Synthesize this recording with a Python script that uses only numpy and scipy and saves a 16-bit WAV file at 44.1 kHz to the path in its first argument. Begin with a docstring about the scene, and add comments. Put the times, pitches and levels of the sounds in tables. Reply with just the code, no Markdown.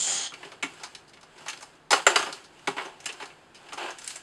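"""A hollow hard-plastic toy clacks and snaps as hands turn it over a table in a small room.
Its feet first drag on the table top with a thin, sinking squeal. Then fingers rub the shell,
joints snap and ring the body, loose parts rattle after each knock and a stiff part scrapes.
A small microphone with narrow dips in the treble hears it over a quiet room hum."""
import sys
import numpy as np
from scipy import signal
from scipy.fft import rfft, irfft
from scipy.io import wavfile

SR = 44100
rng = np.random.default_rng(int(sys.argv[2]) if len(sys.argv) > 2 else 0)


def master(y):
    """Save y as 16-bit WAV."""
    cut = np.clip(np.atleast_2d(y).T, -1, 1)
    pcm = np.round(cut * 32767)  # scale
    wavfile.write(sys.argv[1], SR, pcm.astype(np.int16))


N = 186423

# Rings of the dragging feet: pitch_hz, width_hz, level_db
FOOT_RINGS = [(795, 110, -0.5), (1944, 420, 2.5), (3255, 210, 4.5), (4940, 710, 3.5), (8650, 230, 11)]
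# Tone of the room air and microphone hiss: frequency_hz, level_db
AIR_SPECTRUM = [(12, -30), (20, -2.5), (85, -3.5), (137, -2), (191, -0.5), (362, 3), (534, 0), (725, -1),
                (1100, -3), (1580, -3.5), (2330, -10.5), (4810, -16.5), (5690, -20), (7730, -20.5),
                (15500, -29)]
# Fingers shifting their grip: time_s, dull_db, bright_db
GRIP_MOVES = [(.3, -60, -62.5), (.46, -53.5, -59.5), (.61, -63.5, -72), (.7, -57, -58), (.94, -63, -63),
              (1.16, -71.5, -81), (1.43, -57.5, -60.5), (1.62, -65, -61), (1.76, -69, -70), (1.9, -68, -93),
              (2.35, -55, -53.5), (2.47, -64, -69), (2.66, -63.5, -63.5), (2.95, -59.5, -68),
              (3.22, -54, -57.5), (3.36, -62.5, -69.5), (3.53, -67, -75), (3.66, -55.5, -62),
              (3.95, -62.5, -64.5), (4.11, -63.5, -43.5), (4.227, -62, -63)]
# Rings of the rubbed shell: pitch_hz, width_hz, level_db
RUBBED_RINGS = [(354.7, 19.5, 2), (843, 325, -1.5), (1595, 355, -9), (2640, 1230, -8.5), (4690, 980, -6),
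                (7580, 1810, -3)]
# Knocks between parts; thud, hollow and treble are offsets from the level:
# start_s, level_db, thud_db, hollow_db, treble_db, low_ring_hz, high_ring_hz, chatter_t60_s
CONTACTS = [(0.319, -38.5, -25, -10.5, -15, 1200, 3980, 0.069),
            (0.336, -32.5, -28, -35, -9, 2470, 4330, 0.034), (0.428, -32, -33, -21, -21, 1670, 4250, 0.048),
            (0.446, -42.5, -13.5, -6, -8, 1430, 5300, 0.08),
            (0.515, -36.5, -27, -16, -12, 1120, 3870, 0.071),
            (0.625, -19, -19, -24.5, -15.5, 2130, 7090, 0.066),
            (0.735, -43, -25, -21, -9, 2170, 8140, 0.029), (0.795, -41.5, -25, -17, -14, 815, 4800, 0.14),
            (0.832, -29.5, -43, -50, -6.5, 1010, 4710, 0.078),
            (0.948, -34, -42, -30, -5, 3180, 4400, 0.036), (1.077, -51, -20, -23, -5, 657, 4750, 0.059),
            (1.092, -53, -17, -30, 2, 1210, 4650, 0.031), (1.133, -45, -30, -16, -9.5, 3400, 4230, 0.076),
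            (1.169, -45.5, -35, -21, -15, 1640, 4470, 0.055),
            (1.209, -50.5, -22, -25, -1.5, 1210, 5130, 0.04),
            (1.229, -38.5, -32, -30, -10, 824, 4740, 0.035),
            (1.377, -42, -24, -27, -7.5, 1440, 3970, 0.072), (1.404, -42, -20, -26, -11, 622, 3920, 0.056),
            (1.459, -30, -38, -44, -14.5, 750, 4350, 0.065), (1.481, -25, -38, -46, -10, 2980, 6080, 0.068),
            (1.497, -35, -39, -28, 0, 2900, 4360, 0.039), (1.529, -28, -37, -37, -11.5, 3160, 4400, 0.033),
            (1.572, -46, -15, -29, 1, 2830, 5000, 0.029), (1.607, -39, -28, -35, -11.5, 703, 6130, 0.059),
            (1.623, -35.5, -40, -27, -3.5, 874, 5760, 0.045), (1.751, -52, -24, -24, -8, 1090, 6940, 0.028),
            (1.905, -15, -31, -23, -7, 780, 5300, 0.1), (1.915, -26, -21, 0, 6, 1870, 7520, 0.02),
            (1.927, -4.5, -35, -18.5, -13.5, 826, 4130, 0.042),
            (1.991, -28, -25, -14, -22, 830, 4420, 0.041), (2.065, -2.5, -32, -19, -17, 1410, 7400, 0.043),
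            (2.157, -5.5, -34.5, -22, -11.5, 1370, 4620, 0.035),
            (2.19, -22, -25, -16.5, -14.5, 1390, 6590, 0.058),
            (2.224, -23, -30, -36, -13, 1260, 6550, 0.041), (2.26, -32, -19, -8.5, -15, 976, 4970, 0.11),
            (2.29, -37, -18, -9, -18, 1020, 4800, 0.045), (2.325, -32.5, -30, -24, 1.5, 1520, 4110, 0.034),
            (2.376, -39, -34, -33, -18, 1980, 3880, 0.037), (2.44, -54.5, -15, -14, 3.5, 1560, 4560, 0.084),
            (2.591, -44, -17, -17, -9, 2880, 6600, 0.022),
            (2.672, -13.5, -18.5, -14.5, -15, 890, 3870, 0.045),
            (2.765, -25.5, -22, -32, -21, 950, 4030, 0.039),
            (2.779, -23.5, -37, -28, -29, 950, 4100, 0.091), (2.808, -31, -33, -32, -26, 947, 5070, 0.037),
            (2.851, -31.5, -17, -22, -18.5, 720, 6300, 0.044),
            (3.001, -42.5, -24, -21, -3.5, 2600, 6530, 0.04), (3.04, -41, -17, -31, -7, 2360, 7400, 0.03),
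            (3.056, -24.5, -30.5, -36, -4, 2830, 7050, 0.048),
            (3.089, -28.5, -47, -16.5, -12, 2730, 3800, 0.062),
            (3.123, -38, -24, -20, -3, 985, 5840, 0.043), (3.199, -31.5, -29, -35, -16.5, 970, 4460, 0.11),
            (3.221, -32.5, -33, -19, -14.5, 1620, 4040, 0.076),
            (3.254, -40.5, -36, -19, -3, 980, 4000, 0.043), (3.3, -44.5, -34, -26, -24, 2560, 4700, 0.058),
            (3.544, -44.5, -38, -25, -6, 3160, 4780, 0.11),
            (3.685, -40.5, -20, -29, -13, 2060, 4940, 0.051),
            (3.721, -26.5, -39, -30, -22, 1100, 3800, 0.029), (3.73, -28, -31, -18, -8, 830, 5800, 0.041),
            (3.775, -29, -47, -22.5, -14.5, 990, 5060, 0.077),
            (3.836, -30, -21, -21, -22, 2680, 5060, 0.024), (3.882, -38, -24, -18, -22, 920, 4700, 0.061),
            (3.903, -51, -25, -11, 8, 635, 6480, 0.04), (3.983, -37, -38, -39, -3.5, 3340, 7700, 0.049),
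            (4.016, -35.5, -41, -38, -11, 1570, 6100, 0.036),
            (4.041, -41, -27, -29, 3.5, 1630, 7560, 0.025), (4.049, -43, -32, -29, -10, 1540, 7150, 0.026),
            (4.075, -31.5, -45, -41, 4, 3350, 8470, 0.028),
            (4.102, -34.5, -36.5, -37, -2, 3110, 4500, 0.045),
            (4.156, -33, -33, -45, -2.5, 1630, 7700, 0.03), (4.166, -38.5, -33, -31, -2, 1610, 7830, 0.028)]
# Borders of the seven clack bands (table, hollow, shell, panel, edge, tick, top): edge_hz
CLACK_EDGES_HZ = [120, 320, 600, 1700, 3500, 5700, 10500, 15500]
# Tone shared by all clacks, one value a band: gain_db
CLACK_COLOUR_DB = [3.5, 4, -2.5, -2, 1.5, 3.5, -9]
# Rings of the table top and hollow body: pitch_hz, width_hz, level_db
STRUCK_RINGS = [(144, 11, 3), (293, 30, 13.5), (408, 15, 15), (556, 17, -22), (760, 54, -2), (818, 47, 7.5),
                (955, 62, 0), (1208, 88, 9.5), (1398, 170, 4), (1626, 42, -7), (1702, 73, 5.5),
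                (2215, 196, 2.5), (2718, 98, 8), (2990, 214, 1), (4270, 380, -9.5), (4746, 167, 3),
                (4870, 520, -2), (6300, 440, 4.5), (7350, 200, 5), (8030, 470, -0.5), (8600, 270, 2),
                (10700, 120, -26)]
# Stiff part scraping across the shell: start_s, swell_s, end_s, level_db
SCRAPES = [(2.095, 0.033, 2.15, -34.5), (2.176, 0.013, 2.27, -39), (2.768, .01, 2.878, -42),
           (3.774, 0.046, 3.9, -37)]
# Tone of a scrape in the low, mid and bright bands: gain_db
SCRAPE_COLOUR_DB = [-0.5, -3, -15.5]
# Decay of the room: frequency_hz, t60_s
ROOM_DECAY = [(150, 0.3), (400, 0.18), (1000, 0.21), (3000, 0.15), (7000, 0.17), (14000, 0.15)]
# Notches from the microphone housing: centre_hz, width_hz, share_removed
MIC_DIPS = [(5695, 280, 0.78), (6800, 27, 0.29)]


def from_db(db):
    return 10 ** (np.asarray(db) / 20)


def rms_one(x):
    return x / np.sqrt(np.mean(x ** 2) + 1e-20)


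def at_hz(points, hz):
    """Read a curve along a log frequency axis."""
    point_hz, values = np.transpose(points)
    return np.interp(np.log(np.maximum(hz, 1)), np.log(point_hz), values)


def butter(x, order, hz, kind="low"):
    return signal.sosfilt(signal.butter(order, hz, kind, fs=SR, output="sos"), x)


def band(x, low_hz, high_hz):
    return butter(x, 3, [low_hz, high_hz], "band")


def resonance(x, hz, width_hz):
    """Two-pole peak of gain 1."""
    r = np.exp(-np.pi * width_hz / SR)
    gain = (1 - r * r) / 2
    return signal.lfilter([gain, 0, -gain], [1, -2 * r * np.cos(2 * np.pi * hz / SR), r * r], x)


def body(x, rings, direct_db):
    """Parallel rings of alternating polarity over the direct sound of the contact."""
    rung = sum((-1) ** k * from_db(db) * resonance(x, hz, width)
               for k, (hz, width, db) in enumerate(rings))
    return rung + from_db(direct_db) * x


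def grains(per_s, spread_db):
    """Random micro-impacts of uneven size; rms 1."""
    sizes = from_db(spread_db * np.minimum(rng.exponential(1, N), 4)) * rng.choice([-1, 1], N)
    return rms_one(sizes * (rng.random(N) < per_s / SR) + 1e-18)


def feet_slide(lift_s=0.27, settle_s=0.082, slow_s=0.14):
    """Dense slips ring the feet: the lows swell as the weight settles, the squeal sinks as the drag slows."""
    t = np.arange(N) / SR
    slips = grains(per_s=9000, spread_db=-1)
    rung = body(slips, FOOT_RINGS, direct_db=-7)
    low_db = -37 - 20 * np.maximum(1 - t / settle_s, 0) - 44 * np.maximum(t - settle_s, 0)
    low = from_db(low_db) * rms_one(band(rung, 290, 3120))
    panel = from_db(-36) * rms_one(band(rung, 3050, 4470))
    squeal_hz = 7200 - 2200 * np.minimum(t, lift_s)
    squeal = rms_one(butter(slips, 1, 350) * np.cos(2 * np.pi * np.cumsum(squeal_hz) / SR))
    hiss = from_db(-9) * rms_one(band(rung, 4800, 8900))
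    top = from_db(-28.5 - 91 * np.maximum(t - slow_s, 0)) * (squeal + hiss)
    lift_off = from_db(-30 * np.maximum(t - lift_s, 0) / 0.045)
    return butter((low + panel + top) * lift_off, 4, 10200)


def room_hum():
    """A steady bed of room air, microphone hiss and a faint low drone."""
    colour = from_db(at_hz(AIR_SPECTRUM, np.fft.rfftfreq(N, 1 / SR)))
    air = rms_one(irfft(rfft(rng.standard_normal(N)) * colour, N))
    drone = rms_one(resonance(rng.standard_normal(N), hz=151.6, width_hz=15.6))
    return from_db(-59) * air + from_db(-69.5) * drone


def shell_texture(per_s, spread_db):
    """Clumped micro-impacts ring the shell; low, mid and bright bands of rms 1."""
    clump_db = rms_one(signal.lfilter([1], [1, -0.996], rng.standard_normal(N)))
    rung = body(grains(per_s, spread_db) * from_db(clump_db), RUBBED_RINGS, direct_db=-19)
    bands_hz = [(300, 1180), (1500, 3190), (4000, 13500)]
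    return np.array([rms_one(band(rung, low, high)) for low, high in bands_hz])


def shell_friction():
    """Skin and plastic stick and slip densely; finger rubs and scrapes ride the same texture."""
    t = np.arange(N) / SR
    time_s, *levels_db = np.transpose(GRIP_MOVES)
    dull_db, bright_db = [np.interp(t, time_s, db) for db in levels_db]
    mid_db = (dull_db + bright_db) / 2 + 3
    fingers = from_db([dull_db, mid_db, bright_db]) * (t > time_s[0])
    scrapes = np.outer(from_db(SCRAPE_COLOUR_DB), scrape_envelope())
    return np.sum((fingers + scrapes) * shell_texture(per_s=14000, spread_db=3), axis=0)


def clacks(rise_s=0.0016, fall_db_per_octave=4.5):
    """Each contact is a blow and a dying chatter of rebounds; the spot hit picks colour and rings."""
    t = np.arange(round(0.2 * SR)) / SR
    attack = 1 - np.exp(-(t / rise_s) ** 1.4)
    noise = rng.standard_normal((len(CONTACTS), 3, len(t)))
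    chatter = rms_one(noise[:, :2] * from_db(4.8 * noise[:, 2:]))   # two spiky streams a contact
    ring_hz, width_hz, ring_db = np.transpose(STRUCK_RINGS)
    low, high = np.array(CLACK_EDGES_HZ[:-1]), np.array(CLACK_EDGES_HZ[1:])
    centre_hz = np.sqrt(low * high)
    band_drive = np.full((len(low), N + len(t)), 1e-18)
    ring_drive = np.full((len(ring_hz), N + len(t)), 1e-18)
    for contact, rebounds in zip(CONTACTS, chatter):
        start_s, level_db, thud_db, hollow_db, treble_db, low_ring_hz, high_ring_hz, t60_s = contact
        burst = rebounds * attack * from_db(level_db - 60 * (t / t60_s) ** 1.362)
        # bands far from the struck rings get less
        spot_hz = np.select([centre_hz < 600, centre_hz < 3500], [centre_hz, low_ring_hz], high_ring_hz)
        colour_db = np.repeat([thud_db, hollow_db, 0, treble_db], [1, 1, 2, 3]) + CLACK_COLOUR_DB
        colour_db -= fall_db_per_octave * abs(np.log2(centre_hz / spot_hz))
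        band_gain = from_db(colour_db) * np.sqrt(SR / 2 / (high - low))   # width adds no loudness
        favour_db = 6 * np.exp(-(np.log(ring_hz / low_ring_hz) / 0.14) ** 2)
        favour_db += 14 * np.exp(-(np.log(ring_hz / high_ring_hz) / 0.069) ** 2)
        ring_gain = band_gain[np.searchsorted(high, ring_hz)] * from_db(ring_db + favour_db)
        at = slice(round(start_s * SR), round(start_s * SR) + len(t))
        band_drive[:, at] += band_gain[:, None] * burst[np.arange(len(low)) % 2]   # streams alternate
        ring_drive[:, at] += ring_gain[:, None] * burst[0]
    crack = sum(map(band, band_drive, low, high))
    rings = sum((-1) ** k * resonance(row, ring_hz[k], width_hz[k]) for k, row in enumerate(ring_drive))
    return (from_db(-6) * crack + from_db(-7.5) * rings)[:N]


def loose_rattle(rise_s=0.0076, t60_s=0.32):
    """Every contact shakes the loose parts into a spray of ticks that swells briefly and dies."""
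    kicks = np.full(N, 1e-18)
    for start_s, level_db, *_ in CONTACTS:
        kicks[round(start_s * SR)] = from_db(1.17 * level_db)   # hard blows shake far more
    fall, rise = from_db(-60 / (t60_s * SR)), np.exp(-1 / (rise_s * SR))
    tails = signal.lfilter([1], [1, -fall], kicks)
    shaking = signal.lfilter([1 - rise], [1, -rise], tails)
    colour = from_db([-32.5, -27.5, -30.5])   # low, mid, bright
    return np.sum(np.outer(colour, shaking) * shell_texture(per_s=3000, spread_db=3.5), axis=0)


def scrape_envelope(sag_db_per_s=57.5, release_db_per_s=280):
    """A stiff part drags across the shell: each stroke swells, sags and lets go."""
    t, envelope = np.arange(N) / SR, 0
    for start_s, swell_s, end_s, level_db in SCRAPES:
        swell_db = -6.5 * np.maximum(1 - (t - start_s) / swell_s, 0)
        sag_db = -sag_db_per_s * np.maximum(t - start_s - swell_s, 0)
        release_db = -release_db_per_s * np.maximum(t - end_s, 0)
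        envelope += (t > start_s) * from_db(level_db + swell_db + sag_db + release_db)
    return envelope


def room_reverb(x, build_s=0.0071):
    """Dense reflections from table, boxes and walls; each octave dies at its own pace."""
    t, echoes = np.arange(round(0.5 * SR)) / SR, 0
    for low_hz in 100 * 2. ** np.arange(7):
        fade = from_db(-60 * t / at_hz(ROOM_DECAY, 1.67 * low_hz))
        echoes += band(rng.standard_normal(len(t)), low_hz, 2 * low_hz) * fade
    echoes *= 1 - np.exp(-t / build_s)
    return signal.fftconvolve(x, echoes / np.sqrt(np.sum(echoes ** 2)))[:N]


def scene():
    """The toy up front with a little room around it, over the hum; mono."""
    toy = feet_slide() + clacks() + shell_friction() + loose_rattle()
    toy = butter(toy, 4, 126, "high")   # the small toy radiates no deep bass
    return (toy + from_db(-10) * room_reverb(toy) + room_hum())[None]


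def record(dry, ceiling=0.95, cutoff_hz=15850):
    """A small microphone: its housing notches the treble and its capsule rolls off to a faint shelf."""
    out = dry
    for centre_hz, width_hz, share_removed in MIC_DIPS:
        out = out - share_removed * resonance(out, centre_hz, width_hz)
    out = butter(out, 4, 10750) + from_db(-21) * out
    out = out / (1 + abs(out / ceiling) ** 4) ** 0.25   # rounds the loudest snaps
    return signal.sosfilt(signal.cheby2(16, 40, cutoff_hz, fs=SR, output="sos"), out)


dry = scene()
out = record(dry)
master(out)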